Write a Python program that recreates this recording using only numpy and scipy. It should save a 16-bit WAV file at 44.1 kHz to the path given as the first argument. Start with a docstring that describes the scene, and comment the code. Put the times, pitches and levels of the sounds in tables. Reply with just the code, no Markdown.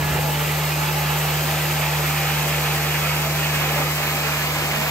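"""A carpeted room: an extractor wand is drawn slowly towards a hand-held stereo microphone.
Closest is the suction slot, filtered noise that roars, rings the hose and shifts between the ears;
two jets add a fine hiss, and the head's drags on the floor are bursts of low noise.
Wavering tones make the hose's weak whistle and the lip's two hoots as the stroke ends.
Behind them the water pump hums on a few harmonics and the vacuum motor adds narrow noisy tones."""
import sys
import numpy as np
from scipy import signal
from scipy.fft import rfft, irfft, next_fast_len
from scipy.io import wavfile
from scipy.ndimage import map_coordinates

SR = 44100
rng = np.random.default_rng(int(sys.argv[2]) if len(sys.argv) > 2 else 0)


def waveform_to_disk(signal):
    """Save audio, clipped to [-1, 1], as 16-bit WAV at the path in sys.argv[1]."""
    frames = np.transpose(np.atleast_2d(signal))
    scaled = np.clip(frames, -1, 1) * 32767
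    samples = np.round(scaled).astype(np.int16)
    wavfile.write(sys.argv[1], SR, samples)


N = 216485
TIME = np.arange(N) / SR  # seconds
FREQ = np.arange(N // 2 + 1) * SR / N  # Hz
TOP_HZ = 15750  # upper limit of the jets' hiss and of the recorder


def undb(db):
    """Decibels to gain."""
    return 10 ** (np.asarray(db) / 20)


def unit(x):
    """Scale to an rms of one."""
    return x / np.sqrt(np.mean(x ** 2))


def spectra(table):
    """The columns of a frequency table, joined on a log axis."""
    hz, *columns = np.transpose(table)
    return np.array([np.interp(np.log(FREQ + 1), np.log(hz), column) for column in columns])


def shaped(x, gain):
    """Filter by a gain for each frequency."""
    return irfft(rfft(x) * gain, N)


def lowpass(cutoff_hz, order):
    """Gain that falls away smoothly above a cutoff, where it is one half."""
    return 1 / (1 + (FREQ / cutoff_hz) ** order)


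def walk(rate):
    """Smooth chance with an rms of one, changing about `rate` times a second."""
    size = next_fast_len(N, real=True)
    hz = np.arange(size // 2 + 1) * SR / size
    spectrum = rfft(rng.standard_normal(size)) * np.exp(-(hz / rate) ** 2)
    return unit(irfft(spectrum, size)[:N])


def delayed(x, ms):
    """Read a sound late by a fixed or moving time."""
    return map_coordinates(x, [np.arange(N) - ms * SR / 1000], order=3, mode="nearest")


def panned(pair, db):
    """Make the left ear `db` louder than the right."""
    return np.array([pair[0] * undb(db / 2), pair[1] * undb(-db / 2)])


def partly_alike(direct, share_table):
    """Keep a share of the direct pair's power and fill the rest with separate noise at each ear."""
    share = np.clip(spectra(share_table), 0, 1)
    scattered = rng.standard_normal((2, N))
    return shaped(direct, np.sqrt(share)) + shaped(scattered, np.sqrt(1 - share))


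def grained(x, grain_db, width_hz, life_s, size=2048):
    """Let narrow bands of a noise swell and sink, each for a moment; rms one."""
    hz, s, bands = signal.stft(x, SR, nperseg=size)
    cells = rng.standard_normal((size, size // 16))
    places = np.meshgrid(hz / width_hz, s / life_s, indexing="ij")
    field = map_coordinates(cells, places, order=1, mode="mirror")
    textured = bands * undb(grain_db * unit(field))
    return unit(signal.istft(textured, SR, nperseg=size)[1][:, :N])


def narrow_tone(hz, width_hz):
    """A resonance fed by turbulence: its strength and phase wander."""
    phase = 2 * np.pi * np.cumsum(hz * np.ones(N)) / SR
    return walk(width_hz) * np.cos(phase) + walk(width_hz) * np.sin(phase)


def envelope(start, length, attack, release):
    """Attack, hold and release, from nought to one."""
    return np.clip(np.minimum((TIME - start) / attack, (start + length - TIME) / release), 0, 1)


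def crest(at, rise, fall):
    """Decibels that climb to nought at one moment, then sink; a negative fall climbs on."""
    return np.minimum(rise * (TIME - at), fall * (at - TIME))


def swells(table):
    """Decibels of a row of smooth, bell-shaped swells and dips."""
    return sum(db * np.cos(np.pi * np.clip((TIME - s) / length, -.5, .5)) ** 2
               for s, length, db in table)


def lead():
    """Milliseconds by which the left ear leads, faster and faster as the wand approaches."""
    return -0.003 + 0.023 * TIME + 0.003 * TIME ** 2


def far(approach_s=0.78):
    """How far off the wand still is, decaying from one towards nought."""
    return np.exp(-TIME / approach_s)


# Share of the slot's noise that both ears hear alike. Each row: frequency in Hz, share from 0 to 1.
SLOT_ALIKE = [(100, 1), (300, 0.9), (700, 0.69), (1300, 0.66), (2500, 0.83), (3300, 0.61), (4200, 0.37),
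              (5500, 0.18)]
# Phase between the microphone ports. Each row: frequency in Hz, phase in radians.
PORT_PHASE = [(100, -0.04), (700, -0.44), (1700, -1.25), (3000, -0.0047), (4200, 0.6), (5500, -1.35)]


def slot_turbulence():
    """Air breaks up in the slot: one noise reaches both ears with a moving lead, partly scattered."""
    source = rng.standard_normal(N)
    left = shaped(source, np.exp(1j * spectra(PORT_PHASE)[0]))
    return partly_alike(np.array([left, delayed(source, lead())]), SLOT_ALIKE)


# Slugs of water in the hose. Each row: middle in seconds, length in seconds, lift in dB.
WATER_SLUGS = [(.2, 0.6, 2), (1.38, 0.22, 1.5), (1.85, 0.56, 0.5), (3.8, 0.15, 5.5)]


def slug_gurgle():
    """Slugs of water gurgle up the hose and lift its noise, in dB."""
    return 1 + swells(WATER_SLUGS)


# The lip rides over the pile. Each row: middle in seconds, length in seconds, change in dB.
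LIP_RIDES = [(.28, 0.53, -1), (1.3, .35, 0.2), (3.3, 0.26, -2), (3.6, 0.24, 2.2), (3.75, 0.19, -0.5),
             (3.94, 0.2, -2.5), (4.08, 0.13, 1), (4.47, .1, 1), (4.6, 0.19, -1), (4.88, .16, 0.5)]
SLOT_BEND_S, SLOT_BEND_DB = 3.06, 1.0
SLOT_RISE_DB_PER_S, SLOT_LATE_RISE_DB_PER_S = 0.81, 0.2


def slot_stroke():
    """The slot's rush grows, then more slowly, and swells or chokes at the lip, in dB."""
    growth_db = crest(SLOT_BEND_S, SLOT_RISE_DB_PER_S, -SLOT_LATE_RISE_DB_PER_S)
    return SLOT_BEND_DB + growth_db + swells(LIP_RIDES)


# Colour of the suction noise. Each row: frequency in Hz, left and right relative levels in dB.
SUCTION_COLOUR = [(28, -100, -100), (50, -71, -71), (110, -66.5, -63.5), (275, -63, -63), (470, -60.5, -60),
                  (910, -55.5, -55.5), (1080, -59.5, -56.5), (1360, -59, -55.5), (1520, -60, -60.5),
                  (1650, -62.5, -58.5), (2410, -59, -54.5), (3040, -61, -58), (3630, -62, -62),
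                  (4140, -60, -60.5), (4400, -60, -65.5), (4930, -59, -64), (5530, -62, -72),
                  (5570, -61, -76), (7060, -62.5, -66.5), (12000, -105, -110)]
# Standing waves in the hose and wand. Each row: frequency in Hz, width in Hz, lift in dB.
HOSE_WAVES = [(172, 10, 5.5), (226, 13, 4), (247.7, 10, 5), (313, 36, 4), (407, 10, 0.5), (444, 31, 5),
              (485, 16, 2.5), (516, 11, 4.5), (579, 10, 8), (642, 30, 3.5), (707, 12, 4), (1257, 100, 2.5),
              (1710, 52, 5.5), (1860, 130, 1.5)]
SUCTION_DB = -24.5  # before the changes in each band
BODY_HZ, HOSE_HZ, EDGE_HZ = 288, 950, 3700  # where the body, hose and slot bands give way
BODY_DB, EDGE_DB, EDGE_FAR_DB = 2, -2.5, -4  # the fine hiss is weaker while the wand is far off


def suction(gurgle_db, slot_db, flutter_db=1.0):
    """Air tears water out of the pile: the slot roars, and the hose rings below it."""
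    standing_db = sum(db / (1 + (2 * (FREQ - hz) / width) ** 2) for hz, width, db in HOSE_WAVES)
    coloured = shaped(slot_turbulence(), undb(spectra(SUCTION_COLOUR) + standing_db))
    rush = grained(coloured, grain_db=1.4, width_hz=60, life_s=.08)
    hose = shaped(rush, lowpass(HOSE_HZ, 6))
    edge = shaped(rush, 1 - lowpass(EDGE_HZ, 12))  # fine hiss above the roar
    slot = rush - hose - edge
    body = shaped(hose, lowpass(BODY_HZ, 8))  # the slugs leave this steady
    ringing = (hose - body) * undb(gurgle_db + flutter_db * walk(28))
    roar = slot * undb(slot_db + flutter_db * walk(23))
    hiss = edge * undb(EDGE_DB + EDGE_FAR_DB * far())
    return undb(SUCTION_DB) * (body * undb(BODY_DB) + ringing + roar + hiss)


CAVITY_HZ, CAVITY_SAG_HZ_PER_S = 2694, 78
CAVITY_CREST_S, CAVITY_RISE_DB_PER_S, CAVITY_FALL_DB_PER_S = 3, 3, 0.5
CAVITY_DB = -35.5  # at the crest, before the stroke's own changes


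def slot_resonance(slot_db, width_hz=390, pan_db=-5, diffuse=0.53):
    """The nozzle's cavity colours the roar with a broad peak that sinks as the head tilts."""
    hz = CAVITY_HZ - CAVITY_SAG_HZ_PER_S * TIME
    db = CAVITY_DB + crest(CAVITY_CREST_S, CAVITY_RISE_DB_PER_S, CAVITY_FALL_DB_PER_S)
    direct = narrow_tone(hz, width_hz)
    ears = (direct, delayed(direct, lead()))
    heard = np.array([ear + diffuse * narrow_tone(hz, width_hz) for ear in ears])
    return panned(unit(heard), pan_db) * undb(db + slot_db)


# Colour of the jets' hiss. Each row: frequency in Hz, relative level in dB.
SPRAY_COLOUR = [(2500, -76), (5400, -71), (7000, -68), (8400, -64.8), (10000, -69), (11300, -62.6),
                (12700, -63.5), (14000, -64.6), (14800, -63.8), (16000, -66.5)]
# Share of the hiss that both ears hear alike. Each row: frequency in Hz, share from 0 to 1.
SPRAY_ALIKE = [(6000, .45), (8600, .6), (9600, .99), (10600, .99), (11500, .78), (13300, .9), (15000, .72)]
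SPRAY_DB, SPRAY_LAG_MS = -29.5, 0.1489  # level before the stroke's changes; lag of the left ear
SPRAY_CREST_S, SPRAY_RISE_DB_PER_S, SPRAY_FALL_DB_PER_S = 1.4, 1.13, 0.48
SPRAY_START_DB, SPRAY_BUILD_S = -0.5, 0.38  # the jets take a moment to reach full pressure


def spray(surge_db=0.74):
    """Two jets, as one noise, atomise water in a hiss that reaches the right ear first."""
    stroke_db = crest(SPRAY_CREST_S, SPRAY_RISE_DB_PER_S, SPRAY_FALL_DB_PER_S)
    build_db = SPRAY_START_DB * np.clip(1 - TIME / SPRAY_BUILD_S, 0, 1)
    mist = rng.standard_normal(N)
    heard = partly_alike(np.array([delayed(mist, SPRAY_LAG_MS), mist]), SPRAY_ALIKE)
    coloured = shaped(heard, undb(spectra(SPRAY_COLOUR)) * (FREQ < TOP_HZ))
    hiss = grained(coloured, grain_db=1.9, width_hz=55, life_s=.035)  # a fine-grained hiss
    return hiss * undb(SPRAY_DB + stroke_db + build_db + surge_db * walk(22))


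# Colour of the rumble under the head. Each row: frequency in Hz, relative level in dB.
RUMBLE_COLOUR = [(20, -41), (55, 9), (110, 5), (220, 6), (400, -2), (1000, -39)]
# The head is set down and shifted. Each row: start in seconds, length in seconds, level in dB.
HEAD_DRAGS = [(-.04, 0.32, -33), (0.43, 0.22, -44), (4.707, 0.18, -40)]


def rumble(attack_s=0.034, release_s=0.13):
    """The wand's head drags heavily on the floor: bursts of low noise, alike at both ears."""
    weight = sum(undb(db) * envelope(start, length, attack_s, release_s)
                 for start, length, db in HEAD_DRAGS)
    return unit(shaped(rng.standard_normal(N), undb(spectra(RUMBLE_COLOUR)[0]))) * weight


def air_tone(hz, rough, width_hz, waver_hz=3):
    """Air locks on to a standing wave: a clean tone, and a rough share that differs between the ears."""
    pitch = hz + waver_hz * walk(32.0)
    rough = np.clip(rough, 0, 1)
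    clean = np.sqrt(2 * (1 - rough)) * np.sin(2 * np.pi * np.cumsum(pitch) / SR)
    ears = [clean + np.sqrt(rough) * narrow_tone(pitch, width_hz) for _ in range(2)]
    return unit(np.array(ears))


# One long note from the hose: clear at first, briefly clear again near 1.9 s, mostly sunk in the rush.
# Each row: time in seconds, pitch in Hz, level in dB, left minus right in dB, roughness from 0 to 1.
WHISTLE_PATH = [(0, 848, -35.5, -2, 0.34), (.2, 845, -33, -4, .25), (.33, 848.5, -32.5, 6, 0.3),
                (.4, 858, -37, 7, 0.4), (.72, 852, -38.5, -4, .6), (.87, 867, -38, -11, .7),
                (1.08, 838, -38, -11, 0.41), (1.4, 839, -41, -10, 0.6), (1.68, 853, -42, -7, .6),
                (1.88, 865, -32.5, -2, 0.12), (2.0, 859, -43, -4, 0.7), (2.7, 860, -39, -1, 0.63),
                (3.3, 857, -50, -4, .7), (3.6, 845, -48, 5, .8), (4.9, 845, -41, 6, .8)]
OCTAVE_DB, OCTAVE_FADE_DB_PER_S = -40.5, 4.5  # level at the start


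def whistle(width_hz=18, octave_width_hz=20, octave_rough=0.27):
    """Air over the hose's ribs sings one wavering note with a thin, fading octave."""
    at, *columns = np.transpose(WHISTLE_PATH)
    hz, db, pan_db, rough = (np.interp(TIME, at, column) for column in columns)
    note = air_tone(hz, rough, width_hz) * undb(db)
    octave_db = OCTAVE_DB - OCTAVE_FADE_DB_PER_S * TIME
    octave = air_tone(2 * hz, octave_rough, octave_width_hz) * undb(octave_db)
    return panned(note, pan_db) + octave


# The lip hoots as the stroke ends. Each row: start in seconds, length in seconds, pitch in Hz,
# level in dB, left minus right in dB, roughness from 0 to 1.
LIP_HOOTS = [(4.72, 0.19, 635, -37, -14, .3), (4.715, 0.17, 211, -35.5, 3, 0.15)]


def hoots(width_hz=15, attack_s=0.035, release_s=0.08):
    """Short, low air tones at the lip as the stroke ends."""
    out = 0
    for start, length, hz, db, pan_db, rough in LIP_HOOTS:
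        tone = panned(air_tone(hz, rough, width_hz), pan_db)
        out = out + tone * undb(db) * envelope(start, length, attack_s, release_s)
    return out


# Harmonics of the pump's hum. Each row: multiple of the pump's rate, relative level in dB,
# share of the hum's fading that it follows (1 is the whole, more exaggerates it).
PUMP_HARMONICS = [(1, -10.5, 0.8), (2, 2, 1.5), (3, -32.5, 1)]
PUMP_HZ, PUMP_WANDER_HZ, PUMP_DB = 75.0, 0.19, -25.5  # overall level
# slow fade and one step down, before each harmonic's share
PUMP_FADE_DB_PER_S, PUMP_STEP_S, PUMP_STEP_LENGTH_S, PUMP_STEP_DB = 0.25, 3.94, 0.17, -2


def pump(waver_db=0.22, lag_ms=0.096):
    """Two pressure pulses a turn, one a little stronger, make a smooth hum, later at the right ear."""
    hz = PUMP_HZ + PUMP_WANDER_HZ * walk(2.7)
    phase = 2 * np.pi * np.cumsum(hz) / SR
    step = np.clip((TIME - PUMP_STEP_S) / PUMP_STEP_LENGTH_S + .5, 0, 1)
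    fade_db = PUMP_STEP_DB * step - PUMP_FADE_DB_PER_S * TIME
    hum = 0
    for multiple, db, share in PUMP_HARMONICS:
        wave = np.sin(round(multiple) * phase + rng.uniform(0, 2 * np.pi))
        hum = hum + undb(db + share * fade_db) * wave
    hum = unit(hum) * undb(PUMP_DB + waver_db * walk(11))
    return np.array([hum, delayed(hum, lag_ms)])


# Narrow noisy tones of the vacuum motor and its housing, some swelling in or fading.
# Each row: frequency in Hz, width in Hz, level in dB, change in dB while the wand is far off,
# fading in dB per second.
MOTOR_TONES = [(101.7, 4, -50, 0, 0), (358.3, 14, -40.5, -3.5, 1.05), (795, 17, -34, -19, 1.8),
               (1574, 17, -44.5, -5, 0.5)]


def motor(diffuse=0.33):
    """The vacuum motor's narrow noisy tones, partly scattered by the room."""
    out = 0
    for hz, width, db, far_db, fade in MOTOR_TONES:
        direct = narrow_tone(hz, width)
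        ears = np.array([direct + diffuse * narrow_tone(hz, width) for _ in range(2)])
        out = out + undb(db + far_db * far() - fade * TIME) * unit(ears)
    return out


def scene():
    """The wand's suction, spray, drags and whistles over the pump and motor."""
    slot_db = slot_stroke()
    wand = suction(slug_gurgle(), slot_db) + slot_resonance(slot_db) + spray() + rumble()
    return wand + whistle() + hoots() + pump() + motor()


def record(dry):
    """The recorder cuts the top steeply."""
    return signal.sosfilt(signal.ellip(10, .1, 80, TOP_HZ, fs=SR, output="sos"), dry)


dry = scene()
out = record(dry)
waveform_to_disk(out)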